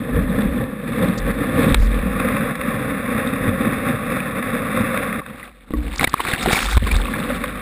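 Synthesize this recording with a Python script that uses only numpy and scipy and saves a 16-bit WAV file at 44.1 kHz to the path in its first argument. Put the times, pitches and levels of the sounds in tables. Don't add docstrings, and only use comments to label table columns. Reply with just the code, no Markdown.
import sys
import numpy as np
from scipy import signal
from scipy.fft import rfft, irfft, next_fast_len
from scipy.io import wavfile
from scipy.ndimage import uniform_filter1d

SR = 44100
rng = np.random.default_rng(int(sys.argv[2]) if len(sys.argv) > 2 else 0)


def waveform_to_disk(signal):
    frames = np.transpose(np.atleast_2d(signal))
    scaled = np.clip(frames, -1, 1) * 32767
    samples = np.round(scaled).astype(np.int16)
    wavfile.write(sys.argv[1], SR, samples)


N = 335601
TIME = np.arange(N) / SR


def from_db(db):
    return 10 ** (np.asarray(db) / 20)


def rms_one(x):
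    return x / np.sqrt(np.mean(x ** 2) + 1e-20)


def in_time(rows):
    times, *columns = np.transpose(rows)
    return [np.interp(TIME, times, column) for column in columns]


def drift(rate_hz):
    step, settle = 40, 2000
    pole = np.exp(-2 * np.pi * step * rate_hz / SR)
    noise = rng.standard_normal(N // step + settle + 2)
    slow = signal.lfilter([1], [1, -2 * pole, pole * pole], noise)[settle:]
    return np.interp(np.arange(N) / step, np.arange(len(slow)), rms_one(slow))


def evened(x, seconds):
    size = max(int(seconds * SR), 2)
    power = uniform_filter1d(uniform_filter1d(x * x, size), size)
    return x / np.sqrt(np.abs(power) + 1e-12)


def coloured(x, spectrum):
    size = 2 * next_fast_len(len(x))
    hz, db = np.transpose(spectrum)
    bin_hz = np.arange(size // 2 + 1) * SR / size
    log_gain = np.log(from_db(np.interp(np.log(bin_hz + 1), np.log(hz), db)))
    cepstrum = irfft(log_gain)[:size // 2]
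    cepstrum[1:] *= 2
    return irfft(rfft(x, size) * np.exp(rfft(cepstrum, size)))[:len(x)]


def resonate(x, modes):
    out = 0
    for k, (hz, width, db) in enumerate(modes):
        r = np.exp(-np.pi * width / SR)
        stage = [(1 - r * r) / 2, 0, (r * r - 1) / 2, 1, -2 * r * np.cos(2 * np.pi * hz / SR), r * r]
        out = out + (-1) ** k * from_db(db) * signal.sosfilt([stage, stage], x + 1e-18)
    return out


def fade(t, t60):
    return np.exp(-np.log(1000) * t / t60)


def swell(t, length):
    return (t / length) ** 2 * np.exp(1 - (t / length) ** 2)


def add(track, start, peak_db, sound):
    at = int(start * SR)
    track[at:at + len(sound)] += (from_db(peak_db) * sound / np.abs(sound).max())[:N - at]


def drops(per_s, spread_db):
    sizes = from_db(spread_db * np.minimum(rng.exponential(1, N), 5))
    signs = rng.choice([-1, 1], N)
    return sizes * signs * (rng.random(N) < per_s / SR)


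def bubble(t, hz, cycles, rise):
    life = cycles / hz
    glide = 1 + rise * np.minimum(t / life, 1)
    onset = 1 - np.exp(-2 * hz * t)
    return np.sin(2 * np.pi * hz * t * glide) * fade(t, life) * onset


def crest(peak_s, length):
    lengths_away = np.abs(TIME - peak_s) / np.where(TIME < peak_s, length, 1.1 * length)
    return np.exp(-np.minimum(lengths_away, 10) ** 2)


# time in seconds, relative level in dB of the churn below,
# the same for the rail spray.
GLIDE_FLOW = [(0.0, -24.5, -37), (0.45, -27.5, -37.5), (0.66, -37.5, -48.5), (0.88, -24, -33.5),
              (1.04, -25, -32.5), (1.51, -25.5, -33), (1.93, -24, -31.5), (2.32, -23.5, -27),
              (2.51, -25, -29), (3.59, -24.5, -28), (4.19, -26, -27.5), (4.78, -24, -26.5),
              (5.01, -25, -23), (5.12, -26, -28)]
LULL_LEVELS = [(5.26, -43.5, -41.5), (5.316, -38, -42), (5.488, -52, -52), (5.748, -56, -56),
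               (5.878, -28, -41.5), (5.93, -40, -37)]
AWASH_FLOW = [(5.98, -44, -37), (6.106, -43, -40.5), (6.228, -45, -31.5), (6.438, -28.5, -28.5),
              (6.738, -39, -28.5), (6.914, -30.5, -37), (7.186, -25.5, -30), (7.61, -32.5, -32)]
# time in seconds, lift of the churn in dB, half length in seconds.
SWELLS_AND_DIPS = [(0.174, 6.5, .06), (0.391, 8, 0.1), (0.618, 15, 0.1), (1.028, 8, 0.074),
                   (1.29, 7.5, 0.026), (1.425, 6, 0.033), (1.623, 11, 0.12), (1.813, -5.5, 0.031),
                   (2.242, 2.5, 0.035), (2.417, 3.5, 0.24), (2.561, -9, 0.034), (2.725, 2, 0.065),
                   (2.893, 3.5, 0.028), (3.176, 4.5, 0.086), (3.456, 3.5, 0.05), (3.673, 4, 0.085),
                   (3.893, 5.5, .04), (4.03, -2.5, 0.037), (4.117, 4, 0.058), (4.563, 2, 0.07),
                   (4.804, 4.5, 0.053), (5.294, 5.5, 0.042), (7.177, 3, 0.053), (7.336, 5, 0.033),
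                   (7.44, 1.5, 0.017)]
# time in seconds, level in dB,
# half length in seconds, drumming on the hull in dB against that level.
NOSE_GUSHES = [(5.424, -36, 0.062, -6), (5.787, -41.5, 0.095, 8), (6.027, -22.5, .022, 2),
               (6.209, -23, 0.012, -16), (6.303, -23.5, 0.038, -7), (6.485, -19, 0.016, 6),
               (6.543, -17.5, 0.065, -26), (6.938, -28, 0.082, -7)]
def flow():
    scene_change_s, crossfade_s = 5.205, 0.0033
    steady_gain_db, spray_follows = 2, 0.83
    first_scene = np.clip((scene_change_s - TIME) / crossfade_s + 0.5, 0, 1)
    steady_db = first_scene * in_time(GLIDE_FLOW) + (1 - first_scene) * in_time([*LULL_LEVELS, *AWASH_FLOW])
    churn_db, spray_db = steady_db + steady_gain_db
    lift_db = sum(db * crest(peak_s, length) for peak_s, db, length in SWELLS_AND_DIPS)
    churn_power = from_db(churn_db + lift_db) ** 2
    spray_power = from_db(spray_db + spray_follows * lift_db) ** 2
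    for peak_s, db, length, drum_db in NOSE_GUSHES:
        sheet = from_db(db) * crest(peak_s, length)
        churn_power += (from_db(drum_db) * sheet) ** 2
        spray_power += sheet ** 2
    return 10 * np.log10(churn_power), 10 * np.log10(spray_power)


# time in seconds, share of the spray that strikes the case directly from 0 to 1.
CASE_COVER = [(0, 0.06), (1.55, 0.05), (1.85, 0.2), (2.05, 0), (5.2, 0), (5.95, 0.73), (7.0, 0.95),
              (7.15, 0.18), (7.61, 0.05)]
def water_cover():
    return np.clip(in_time(CASE_COVER)[0], 0, 1)


def heave(peak_s, t60, rise_s=0.044):
    build = np.exp(-np.clip((peak_s - TIME) / rise_s, 0, 10) ** 2)
    return build * fade(np.maximum(TIME - peak_s, 0), t60)


# pitch in Hz, stage width in Hz, relative level in dB.
BENDING_MODES = [(46.9, 13, 5.5), (64.4, 26, -12)]
# time in seconds, relative level in dB, 60 dB decay time in seconds.
BOARD_HEAVES = [(0.17, -20.5, 0.92), (0.49, -23, 0.4), (1.24, -22, 0.7), (1.77, -8.5, 1.03),
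                (3.45, -33, 1.0), (5.78, -24, 1.1), (6.47, -27, 0.47), (6.68, -21, 0.26),
                (6.782, -11, 0.43), (6.96, -12, 0.4), (7.301, -34, 4)]
# start in seconds, peak level in dB, pitch in Hz, 60 dB decay time in seconds.
NOSE_SLAMS = [(1.716, -6, 51, 0.47), (1.802, -1.5, 45.3, 0.22), (6.77, 4, 72, 0.047),
              (6.957, -32, 53.5, 0.26)]
def board_flex(churn_db):
    against_churn_db, floor_db = -21.5, -50.5
    loads = [from_db(churn_db + against_churn_db), from_db(floor_db)]
    loads += [from_db(db) * heave(peak_s, t60) for peak_s, db, t60 in BOARD_HEAVES]
    bend = np.sqrt(sum(load ** 2 for load in loads))
    rumble = evened(resonate(rng.standard_normal(N), BENDING_MODES), seconds=0.028)
    out, t = from_db(1.5) * bend * rumble, TIME[:SR // 2]
    for start, db, hz, t60 in NOSE_SLAMS:
        onset = 1 - fade(t, t60=0.018)
        add(out, start, db, np.sin(2 * np.pi * hz * t) * onset * fade(t, t60))
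    return out


# pitch in Hz, relative level in dB, 60 dB decay time in seconds.
DECK_MODES = [(61.7, 1.5, 1), (181, -34, .3), (236, -1, 0.47), (297, -1, 0.6), (315, 0, 0.19),
              (424, -5, 0.097), (477, -2, 0.042), (1120, -1, 0.057), (1920, -7.5, 0.042)]
# start in seconds, peak level in dB, ring length as a share of the free ring.
PADDLE_KNOCKS = [(5.707, -16.5, 0.12), (5.737, -8.5, 1.0)]
def paddle():
    out, t = np.zeros(N), TIME[:SR // 2]
    for start, peak_db, ring_share in PADDLE_KNOCKS:
        ring = sum(from_db(db) * np.sin(2 * np.pi * hz * t) * fade(t, t60 * ring_share)
                   for hz, db, t60 in DECK_MODES)
        add(out, start, peak_db, ring)
    return out


# frequency in Hz, gain in dB.
SPRAY_SPECTRUM = [(400, -20), (525, 6), (680, -11), (790, -4.5), (900, -21), (1110, 3.5), (1500, -3.5),
                  (1800, -1.5), (2620, -7.5), (3020, -27.5), (3620, -10.5), (4200, -29.5), (5400, -30.5),
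                  (6000, -46.5)]
# start in seconds, relative level in dB.
RAIL_SPURTS = [(2.197, -12), (2.284, -15.5), (2.365, -17), (2.552, -20), (2.61, -17.5), (3.332, -20),
               (3.883, -20), (4.424, -19.5), (4.771, -17), (4.972, -16), (5.124, -17.5), (5.26, -23.5),
               (7.3, -18), (7.437, -16.5)]
def rail_spray(spray_db, cover, surge):
    droplets = drops(per_s=9000, spread_db=2.0) * from_db(1.47 * surge + 0.38 * drift(rate_hz=90))
    patter = evened(coloured(droplets, SPRAY_SPECTRUM), seconds=0.092)
    out, t = from_db(spray_db - 2.28) * np.sqrt(1 - cover) * patter, TIME[:SR // 8]
    for start, db in RAIL_SPURTS:
        burst = rng.standard_normal(len(t)) * swell(t, length=0.0035)
        add(out, start, db + 4, coloured(burst, SPRAY_SPECTRUM))
    return out


# frequency in Hz, gain in dB.
SPIT_SPECTRUM = [(2000, -37), (3700, 3.5), (5500, 3)]
# start in seconds, peak level in dB, rise time in seconds.
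CASE_SPITS = [(1.171, -15, 0.012), (1.741, -10, 0.0041), (1.748, -26, 0.077), (5.956, -14, 0.0034),
              (5.977, -7, .005), (5.996, -21, 0.013), (6.093, -15, 0.0028), (6.415, -11.5, 0.015),
              (6.497, -5.5, 0.045), (6.566, -12, 0.063), (6.675, -15, 0.043), (6.925, -16, 0.0025),
              (6.963, -9.5, 0.0035)]
def spits():
    out, t = np.zeros(N), TIME[:SR // 8]
    for start, db, length in CASE_SPITS:
        burst = rng.standard_normal(len(t)) * swell(t, length)
        add(out, start, db, coloured(burst, SPIT_SPECTRUM))
    return out


# start in seconds, peak level in dB, pitch in Hz.
BUBBLE_PLOPS = [(3.274, -23, 3600), (4.203, -18, 2440), (5.216, -25.5, 1090), (5.429, -25.5, 1960),
                (6.195, -16, 1050), (6.461, -14, 770), (6.474, -10, 376), (6.557, -5, 2290),
                (7.083, -17, 1090), (7.138, -14.5, 1660), (7.3, -18, 564)]
def plops():
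    out, t = np.zeros(N), TIME[:SR // 16]
    for start, db, hz in BUBBLE_PLOPS:
        add(out, start, db, bubble(t, hz, cycles=37 * np.sqrt(hz / 800), rise=0.057))
    return out


# frequency in Hz, gain in dB.
WASH_SPECTRUM = [(150, -14), (360, 6.5), (560, -18.5), (760, 0.5), (920, -5.5), (1150, 0.5), (1500, -1.5),
                 (2300, 1.5), (3050, -8), (3650, 0.5), (4700, -11), (6000, -18)]
def case_wash(spray_db, cover, surge):
    bubbles, t = np.zeros(N), TIME[:SR // 16]
    for when, height, strength in rng.random((5500, 3)):
        hz = 330 * 11 ** np.sqrt(height)
        db = 20 * strength ** 2 + 8 * height
        add(bubbles, when * TIME[-1], db, bubble(t, hz, cycles=18, rise=0.1))
    water = rms_one(drops(per_s=7000, spread_db=3.2)) + 0.7 * rms_one(bubbles)
    surging = coloured(water * from_db(2.43 * surge), WASH_SPECTRUM)
    return from_db(spray_db + 1.0) * np.sqrt(cover) * evened(surging, seconds=0.1)


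# frequency in Hz, gain in dB.
SPLAT_SPECTRUM = [(200, 23.5), (800, 14), (2300, 16), (3100, 8), (3700, 14), (6000, -8)]
# start in seconds, relative level in dB,
# pitch in Hz, rise time in seconds, strength of the ring against the burst.
CASE_SPLATS = [(1.743, 1, 1670, 0.0027, 0.65), (5.993, -4.5, 2180, 0.0029, 2.8),
               (6.009, -3.5, 2110, 0.0018, 0.77), (6.03, -6, 860, 0.0015, 1.5),
               (6.039, 2, 2253, 0.0055, 0.95), (6.07, -5, 1933, 0.0047, 1.9),
               (6.131, -12.5, 1680, 0.0022, 1), (6.139, 2, 1150, 0.0025, 3.6),
               (6.202, -7, 960, 0.0022, 3.3), (6.25, -7.5, 1140, 0.0015, 3.2),
               (6.282, -10, 1885, 0.0043, 0.86), (6.335, -2.5, 1670, .0019, 1.4),
               (6.458, -0.5, 770, 0.0028, 2.2), (6.529, 1, 2206, 0.003, 0.8),
               (6.564, -5, 2130, 0.0047, 1.5), (6.767, -0.5, 1074, 0.0079, 0.88),
               (6.864, -11, 1090, 0.0075, 1.6), (6.909, -8.5, 2330, 0.0073, 1.5),
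               (6.961, -12, 1160, 0.0034, 0.87)]
def splats():
    out, t = np.zeros(N), TIME[:SR // 16]
    for start, db, hz, length, ring in CASE_SPLATS:
        burst = rms_one(coloured(rng.standard_normal(len(t)), SPLAT_SPECTRUM))
        wobble = np.cumsum(rng.standard_normal(len(t)))
        pocket = ring * np.sin(2 * np.pi * hz * t + 0.064 * wobble)
        envelope = swell(t, length) + 0.055 * swell(t, length=0.0063)
        add(out, start, db - 1.0, (burst + pocket) * envelope)
    return out


def cracks(spray_db, cover):
    hits = rms_one(coloured(drops(per_s=110, spread_db=0.5), SPLAT_SPECTRUM))
    return from_db(spray_db - 9) * cover * hits


# pitch in Hz, stage width in Hz, relative level in dB.
HULL_MODES = [(99, 175, -7), (237.1, 99.8, 1), (494.7, 126.4, -7), (806, 57, -22.5), (1040, 230, -21.5),
              (1760, 225, -18), (3490, 340, -32)]
# start in seconds, relative level in dB, pitch of the trapped air in Hz.
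WAVELET_SLAPS = [(0.155, -6.5, 95), (0.185, -7, 209), (0.29, -9.5, 203), (0.378, -6.5, 235),
                 (0.444, -5, 221), (0.598, -10, 136), (1.015, -8, 192), (1.083, -7, 208),
                 (1.666, -3.5, 170), (2.057, -9.5, 209), (2.157, -9, 212), (3.329, -9, 234),
                 (3.454, -8, 224), (3.476, -5.5, 105), (3.606, -9.5, 227), (3.658, -6.5, 241),
                 (3.902, -13, 251), (3.931, -14, 124), (4.797, -12.5, 107), (4.991, -17, 258),
                 (6.814, -4, 88.6)]
def hull_drumming(churn_db, surge):
    push = drops(per_s=1500, spread_db=2.5) * from_db(0.24 * surge)
    out = from_db(churn_db - 2.4) * evened(resonate(push, HULL_MODES), seconds=0.12)
    t = TIME[:SR // 8]
    for start, db, hz in WAVELET_SLAPS:
        slap = rng.standard_normal(len(t)) * swell(t, length=0.0095)
        knock = rms_one(resonate(slap, HULL_MODES))
        trapped_air = rms_one(bubble(t, hz, cycles=17.7, rise=-0.27))
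        add(out, start, db - 3, knock + 1.58 * trapped_air)
    return out


def scene():
    churn_db, spray_db = flow()
    cover = water_cover()
    surge = drift(rate_hz=28)
    water = hull_drumming(churn_db, surge) + rail_spray(spray_db, cover, surge)
    water += spits() + plops() + case_wash(spray_db, cover, surge)
    board = board_flex(churn_db) + paddle()
    return (water + board + splats() + cracks(spray_db, cover))[None]


def limited(x, threshold_db, release_db_per_s, smoothing_s=0.0077):
    over_db = np.maximum(20 * np.log10(np.abs(x) + 1e-9) - threshold_db, 0)
    recovery_db = release_db_per_s * TIME
    held_db = np.maximum.accumulate(over_db + recovery_db, axis=-1) - recovery_db
    pole = np.exp(-1 / (smoothing_s * SR))
    return x * from_db(-signal.lfilter([1 - pole], [1, -pole], held_db))


def record(dry):
    camera_rate_hz, band_hz, cutoff_hz = 12000, 5600, 15100
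    squeezed = limited(dry, threshold_db=-6, release_db_per_s=201)
    narrow = signal.sosfilt(signal.butter(12, band_hz, fs=SR, output="sos"), squeezed)
    mirrored = narrow * (1 + 2 * from_db(0.6) * np.cos(2 * np.pi * camera_rate_hz * TIME))
    hold_droop = np.sinc(np.fft.rfftfreq(N, 1 / SR) / camera_rate_hz)
    held = irfft(rfft(mirrored) * hold_droop, N)
    clipped = np.clip(held, -0.7, 0.7)
    return signal.sosfilt(signal.ellip(10, 0.1, 80, cutoff_hz, fs=SR, output="sos"), clipped)


dry = scene()
out = record(dry)
waveform_to_disk(out)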